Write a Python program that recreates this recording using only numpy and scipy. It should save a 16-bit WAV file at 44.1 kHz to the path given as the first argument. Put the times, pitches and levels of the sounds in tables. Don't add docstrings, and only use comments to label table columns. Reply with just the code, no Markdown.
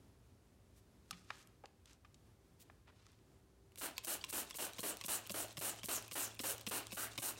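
import sys
import numpy as np
from scipy import signal
from scipy.fft import rfft, irfft
from scipy.io import wavfile

SR = 44100
rng = np.random.default_rng(int(sys.argv[2]) if len(sys.argv) > 2 else 0)


def pcm_store(signal):
    levels = np.round(np.clip(np.atleast_2d(signal), -1, 1) * 32767)
    wavfile.write(sys.argv[1], SR, levels.astype(np.int16).T)


N = 325899
T = np.arange(N) / SR


def undb(db):
    return 10 ** (np.asarray(db) / 20)


def unit(x):
    return x / np.sqrt(np.mean(x ** 2))


def add(track, at_s, sound):
    i = max(int(at_s * SR), 0)
    track[i:i + len(sound)] += sound[:max(N - i, 0)]


def colour(x, spectrum):
    log_f = np.log2(np.fft.rfftfreq(len(x), 1 / SR) + 1)
    hz, db = np.transpose(spectrum)
    gain = undb(np.interp(log_f, np.log2(hz), db))
    return unit(irfft(rfft(x) * gain, len(x)))


def band(x, hz, spread):
    spread = max(spread, 1.05)
    edges_hz = np.clip([hz / spread, hz * spread], 10, .48 * SR)
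    return signal.sosfilt(signal.butter(2, edges_hz, "band", fs=SR, output="sos"), x)


def walk(size, rate):
    steps = np.arange(size) * rate / SR
    points = int(steps[-1]) + 2
    return np.interp(steps, np.arange(points), rng.standard_normal(points))


def drops(size, rate, scatter_db):
    hits = rng.random(size) < rate / SR
    signs = rng.choice([-1, 1], size)
    strength_db = scatter_db * np.clip(rng.standard_normal(size), -2, 2)
    return hits * signs * undb(strength_db)


def fade(t, t60):
    return np.exp(-np.log(1000) * t / t60)


def ring(modes, detune):
    t = T[:SR // 6]
    y = np.zeros(len(t))
    for hz, db, t60 in modes:
        sign = rng.choice([-1, 1])
        detuned_hz = hz * (1 + detune * rng.standard_normal())
        y += undb(db) * sign * np.sin(2 * np.pi * detuned_hz * t) * fade(t, t60)
    return y / np.abs(y).max()


def echo(x, lag_s, share):
    t = T[:len(x)]
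    return x + share * np.interp(t - lag_s, t, x, left=0)


def resonance(hz, width_hz):
    phase = 2 * np.pi * np.cumsum(hz) / SR
    smooth = signal.butter(2, np.clip(width_hz / 2, 10, SR / 4), fs=SR, output="sos")
    a, b = signal.sosfilt(smooth, rng.standard_normal((2, len(hz))))
    return unit(a * np.cos(phase) + b * np.sin(phase))


# frequency in Hz, density in dB per Hz.
MIST_SPECTRUM = [(100, -53), (400, -25), (1500, -4.5), (2300, -15), (2900, -7), (3400, -10.5), (4000, -5.5),
                 (4900, -8), (6000, -4.5), (7300, -2), (8800, 2), (10500, -1.5), (13000, -1.5),
                 (16000, -5.5)]
SPIT_DB = -48


def spit(t, reach_s, width=0.3):
    size = len(t)
    spurts = band(colour(drops(size, rate=9500, scatter_db=10.5), MIST_SPECTRUM), hz=7400, spread=2.9)
    spurts *= undb(SPIT_DB + 3.1 * walk(size, rate=310))
    return spurts * np.exp(-((t / reach_s + .46) / width) ** 2 / 2)


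OPEN_S, OPEN_DB, HISS_RELEASE_DB_PER_S = 0.036, 5.5, 444


def hiss(t, progress, jet_s, hiss_db, nozzle_hz, nozzle_db):
    size = len(t)
    swirl = resonance(nozzle_hz * np.exp(-.55 * progress), width_hz=1700)
    swirl *= undb(nozzle_db + 8.8 * progress)
    mist = colour(drops(size, rate=16000, scatter_db=7.5), MIST_SPECTRUM) + swirl
    opening_db = -OPEN_DB * np.clip(1 - t / OPEN_S, 0, 1)
    collapse_db = -HISS_RELEASE_DB_PER_S * np.maximum(t - jet_s, 0)
    return mist * undb(hiss_db + opening_db + collapse_db + 0.37 * walk(size, rate=169))


# frequency in Hz, density in dB per Hz.
CLOTH_SPECTRUM = [(80, -34), (180, -7), (320, 4), (480, -1.5), (680, 2.5), (950, -1), (1400, -2.5),
                  (2100, -5.5), (2800, -4), (3900, -8.5), (5000, -11.5), (8000, -18), (16000, -23)]
FLIGHT_S, PATTER_SAG_DB_PER_S, PATTER_RELEASE_DB_PER_S = .025, 44, 219


def patter(t, progress, jet_s, patter_db, patch_hz, patch_db, splash_db=-1.0):
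    size = len(t)
    patch_centre_hz = patch_hz * np.exp(.25 * progress + 0.0798 * walk(size, rate=60))
    patch = resonance(patch_centre_hz, width_hz=0.49 * patch_hz)
    impacts = colour(drops(size, rate=2400, scatter_db=3.0), CLOTH_SPECTRUM) + undb(patch_db) * patch
    impacts += undb(-14.5) * resonance(np.full(size, 2900.), width_hz=290)
    thinning_db = PATTER_SAG_DB_PER_S * t
    thinning_db += PATTER_RELEASE_DB_PER_S * np.maximum(t - jet_s - FLIGHT_S, 0)
    onset_db = splash_db * np.exp(-(t / 0.0062) ** 2)
    return impacts * undb(patter_db - thinning_db + onset_db + 0.69 * walk(size, rate=103.0))


# frequency in Hz, density in dB per Hz.
SLURP_SPECTRUM = [(100, -45), (300, 3), (700, -4), (1120, -3), (1400, -8), (2000, -7.5), (2750, -4),
                  (3150, -21), (3650, -1.5), (4300, -7), (5600, -4), (7000, -5), (9300, -6), (10500, -16.5),
                  (16000, -19)]


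def slurp(t, draw_s=0.17, half_width_s=0.035, slurp_db=-60):
    size = len(t)
    gurgle = resonance(3400 * np.exp(0.2 * walk(size, rate=42)), width_hz=490)
    refill = colour(drops(size, rate=1600, scatter_db=4.5), SLURP_SPECTRUM) + undb(-8.5) * gurgle
    refill *= undb(slurp_db + 2.8 * walk(size, rate=90))
    return refill * np.exp(-((t - draw_s) / half_width_s) ** 2)


# finger strikes the trigger in seconds, its level in dB, spray lands in seconds,
# jet length in seconds, hiss level in dB, patter level in dB, mid-jet nozzle resonance in Hz,
# its mid-jet share in dB, mid-jet wet patch resonance in Hz, its share in dB.
STROKES = [(3.775, -49, 3.811, 0.051, -43.5, -47, 12300, -25, 1500, -14),
           (4.037, -48, 4.069, 0.07, -40.5, -47.5, 9500, -18, 850, -23),
           (4.284, -46, 4.325, 0.079, -40.5, -46.5, 8900, -20, 329, -15),
           (4.543, -43.5, 4.584, 0.07, -43, -47, 10800, -26, 559, -10),
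           (4.784, -35, 4.829, 0.071, -43, -47, 9960, -5, 502, -4.5),
           (5.039, -38.5, 5.081, 0.076, -39.5, -46, 9240, -7, 1252, -12),
           (5.296, -35, 5.340, 0.084, -43.5, -47.5, 9640, -8.5, 590.5, -3.5),
           (5.5707, -35.5, 5.611, 0.085, -42, -46.5, 9400, -6, 645, -8.5),
           (5.833, -37, 5.884, .08, -41.5, -46, 8000, -5.5, 1000, -16),
           (6.113, -38.5, 6.153, 0.093, -41.5, -46.5, 8150, -7, 1398, -17),
           (6.3926, -33.5, 6.434, .083, -40, -47, 8530, -15, 470.7, -5),
           (6.666, -31.5, 6.710, 0.07, -42, -44, 11800, -20, 805.5, -9.5),
           (6.920, -38, 6.968, 0.079, -43, -48.5, 9000, -23, 1483, -2),
           (7.178, -31.5, 7.219, 0.076, -40.5, -49.5, 9400, -30, 845, -7.5)]
CUSHION_ECHO_MS = 0.707


def sprays(lead_s=.055):
    out = np.zeros(N)
    t = T[:SR // 3] - lead_s
    for pull_s, _, land_s, jet_s, hiss_db, patter_db, nozzle_hz, nozzle_db, patch_hz, patch_db in STROKES:
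        progress = np.clip(t / (jet_s + FLIGHT_S), 0, 1) - .5
        landed = np.clip(t / .0015, 0, 1) * np.clip((t[-1] - t) / .02, 0, 1)
        jet = hiss(t, progress, jet_s, hiss_db, nozzle_hz, nozzle_db)
        jet += patter(t, progress, jet_s, patter_db, patch_hz, patch_db)
        spray = spit(t, land_s - pull_s) + landed * jet
        add(out, land_s - lead_s, echo(spray, CUSHION_ECHO_MS / 1000, share=0.066) + slurp(t))
    return out


# frequency in Hz, level in dB, t60 in seconds.
TRIGGER_MODES = [(1081, -6.5, 0.04), (1620, -33, .025), (2277, 0.5, 0.016), (2760, 2, 0.02),
                 (3250, 0.5, 0.016), (3725, 3.5, 0.014), (5300, 5, 0.0071), (5700, -3, 0.0074),
                 (8230, -1, .008)]


def plastic_click(treble_db):
    body = ring(TRIGGER_MODES, detune=0.059)
    t = T[:len(body)]
    crack = unit(band(rng.standard_normal(len(t)), hz=8000, spread=3.6)) * fade(t, t60=0.0045)
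    chatter = unit(band(rng.standard_normal(len(t)), hz=2930, spread=3.04)) * fade(t, t60=0.032)
    return body + undb(treble_db - 8.5) * crack + undb(-16) * chatter


# frequency in Hz, level in dB, t60 in seconds.
VALVE_MODES = [(520, 3, 0.047), (650, 1, 0.028), (1035, -21, 0.12)]
# frequency in Hz, level in dB, t60 in seconds.
BOTTLE_MODES = [(175, 9.6, 0.054), (232, 8.1, 0.05), (357, 3.3, 0.045)]
THUD_DB = -1


def valve_gulp():
    gulp = ring(VALVE_MODES, detune=0.093) + undb(THUD_DB) * ring(BOTTLE_MODES, detune=0.16)
    swell = 1 - fade(T[:len(gulp)], t60=.022)
    return gulp / (1 + undb(THUD_DB)) * swell


# (the crack starts 8.5 dB below it, relative to the modes).
CLICKS = [(3.72, -58, 9), (3.758, -49.5, 12), (3.9806, -29, 6.5), (4.048, -44, 18), (4.2406, -28.5, -15),
          (4.301, -44, 14), (4.509, -32.5, -9), (5.0122, -31, -8)]
RATTLE_S, RATTLE_DB, GULP_LAG_S = .009, -2.5, 0.00516
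RETURN_S, RETURN_SPREAD_S, TICK_DB = 0.18, .04, -48.5


def pump(rattles=3):
    out = np.zeros(N)
    for pull_s, db, land_s, *_ in STROKES:
        add(out, pull_s, undb(db) * plastic_click(treble_db=3.5))
        for k, chance in enumerate(rng.random(rattles)):
            rattle_s = pull_s + RATTLE_S * (k + .5 + chance) / rattles
            add(out, rattle_s, undb(db + RATTLE_DB) * plastic_click(treble_db=-14))
        add(out, pull_s + GULP_LAG_S, undb(db) * valve_gulp())
        for when, strength in rng.uniform(-1, 1, (2, 2)):
            tick = undb(TICK_DB + 6.6 * strength) * plastic_click(treble_db=13)
            add(out, land_s + RETURN_S + RETURN_SPREAD_S * when, tick)
    for at_s, db, treble_db in CLICKS:
        add(out, at_s, undb(db) * plastic_click(treble_db))
    return out


SQUEAK_DB, SQUEAK_HZ, PRIMING_DB_PER_S = -54.5, 3400, 2.5


def squeaks(half_width_s=0.0046, glide_per_s=7, count=2):
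    out = np.zeros(N)
    t = T[:SR // 10] - 1 / 20
    for _, _, land_s, *_ in STROKES:
        db = SQUEAK_DB - PRIMING_DB_PER_S * (land_s - STROKES[0][2])
        for when, strength, pitch in rng.uniform(-1, 1, (count, 3)):
            chirp = resonance(SQUEAK_HZ * np.exp(.35 * pitch + glide_per_s * t), width_hz=220)
            chirp *= np.exp(-(t / half_width_s) ** 2)
            chirp_s = land_s + RETURN_S + RETURN_SPREAD_S * when
            add(out, chirp_s + t[0], undb(db + 2.5 * strength) * chirp)
    return out


# start in seconds, peak of the blow in dB, its centre in Hz,
# its t60 in seconds, share of the hollow body in dB.
KNOCKS = [(1.109, -32.5, 4750, 0.02, -8.5), (1.128, -46, 1860, 0.066, -17),
          (1.3042, -32.5, 1500, 0.026, -6), (1.473, -50.5, 6150, 0.0091, -15),
          (1.638, -44, 564, 0.064, -24), (1.657, -43, 2480, 0.009, -25), (1.857, -50, 4260, 0.018, -19),
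          (2.048, -57, 1810, 0.052, 0), (2.144, -51, 4530, 0.024, -24), (2.699, -46.5, 910, 0.026, -23),
          (1.932, -49, 5030, 0.0096, -24), (3.066, -52, 4400, 0.0087, -8), (3.118, -59, 6000, 0.01, -17)]
# frequency in Hz, level in dB, t60 in seconds.
HOLLOW_MODES = [(580, -24, 0.031), (830, -13, 0.082), (1117, -3, 0.042), (1280, 2, 0.033),
                (1730, -4.5, 0.02)]


def knocks(thump_db=-53):
    out = np.zeros(N)
    t = T[:SR // 6]
    for at_s, db, hz, t60, hollow_db in KNOCKS:
        blow = band(rng.standard_normal(len(t)) * fade(t, t60), hz, spread=1.88)
        blow /= np.abs(blow).max()
        add(out, at_s, undb(db) * (blow + undb(hollow_db) * ring(HOLLOW_MODES, detune=0.076)))
    t = T[:SR // 2]
    add(out, KNOCKS[1][0], undb(thump_db) * np.sin(2 * np.pi * 178 * t) * fade(t, t60=0.26))
    return out


# centre in seconds, half width in seconds,
# level in dB, centre frequency in Hz.
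BRUSHES = [(.78, 0.032, -76, 4770), (1.161, 0.1, -71, 3020), (1.324, 0.054, -65.5, 2000),
           (1.383, 0.047, -64.5, 3150), (1.91, 0.031, -63, 2360), (2.617, 0.016, -62.5, 6200),
           (2.901, 0.027, -66.5, 910), (3.08, 0.12, -75, 2000)]


def brushing():
    out = np.zeros(N)
    for at_s, half_width_s, db, hz in BRUSHES:
        grains = unit(band(drops(N, rate=2800, scatter_db=3.5), hz, spread=2.7))
        out += grains * undb(db + 3.5 * walk(N, rate=83)) * np.exp(-((T - at_s) / half_width_s) ** 2)
    return out


def carpeted_room(x, wet_db=-19, t60=0.64):
    t = T[:SR // 2]
    tail = band(rng.standard_normal(len(t)), hz=1280, spread=4.9) * fade(t, t60) * (t > .005)
    return x + undb(wet_db) * signal.fftconvolve(x, tail / np.linalg.norm(tail))[:N]


def wavering_tone(hz, phase_spread, rate):
    return unit(np.sin(2 * np.pi * hz * T + phase_spread * walk(N, rate)))


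# frequency in Hz, density in dB per Hz.
ROOM_SPECTRUM = [(20, -62), (30, -33), (43, -13.5), (60, -10), (92, -7), (150, -15.5), (280, -17),
                 (390, -20.5), (500, -24.5), (950, -30.5), (2300, -37.5), (10000, -42), (16000, -49)]
ROOM_DB = -67.5
HUM_HZ, HUM_QUIET_DB, HUM_LOUD_DB, HUM_SWELL_S, HUM_SWELL_LENGTH_S = 109.8, -80, -66.5, 4.42, 1.0


def room_tone():
    rumble = colour(rng.standard_normal(N), ROOM_SPECTRUM) * undb(ROOM_DB + 1.2 * walk(N, rate=10.5))
    hum_db = np.interp(T - HUM_SWELL_S, [0, HUM_SWELL_LENGTH_S], [HUM_QUIET_DB, HUM_LOUD_DB])
    hum = wavering_tone(HUM_HZ, .5, rate=5.4) * undb(hum_db + 3.0 * walk(N, rate=11))
    drone = wavering_tone(58, 0.52, rate=4.2) * undb(-78)
    whine = wavering_tone(388, 0.6, rate=9) * undb(-83 + 4.3 * walk(N, rate=3))
    return rumble + hum + drone + whine


def scene():
    mono = carpeted_room(sprays() + pump() + squeaks() + knocks() + brushing()) + room_tone()
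    return np.array([mono, mono])


LOW_CUT_HZ, TOP_HZ = 36, 15900


def record(dry):
    thinned = signal.sosfilt(signal.butter(4, LOW_CUT_HZ, "high", fs=SR, output="sos"), dry)
    return signal.sosfilt(signal.ellip(10, .2, 70, TOP_HZ, fs=SR, output="sos"), thinned)


dry = scene()
out = record(dry)
pcm_store(out)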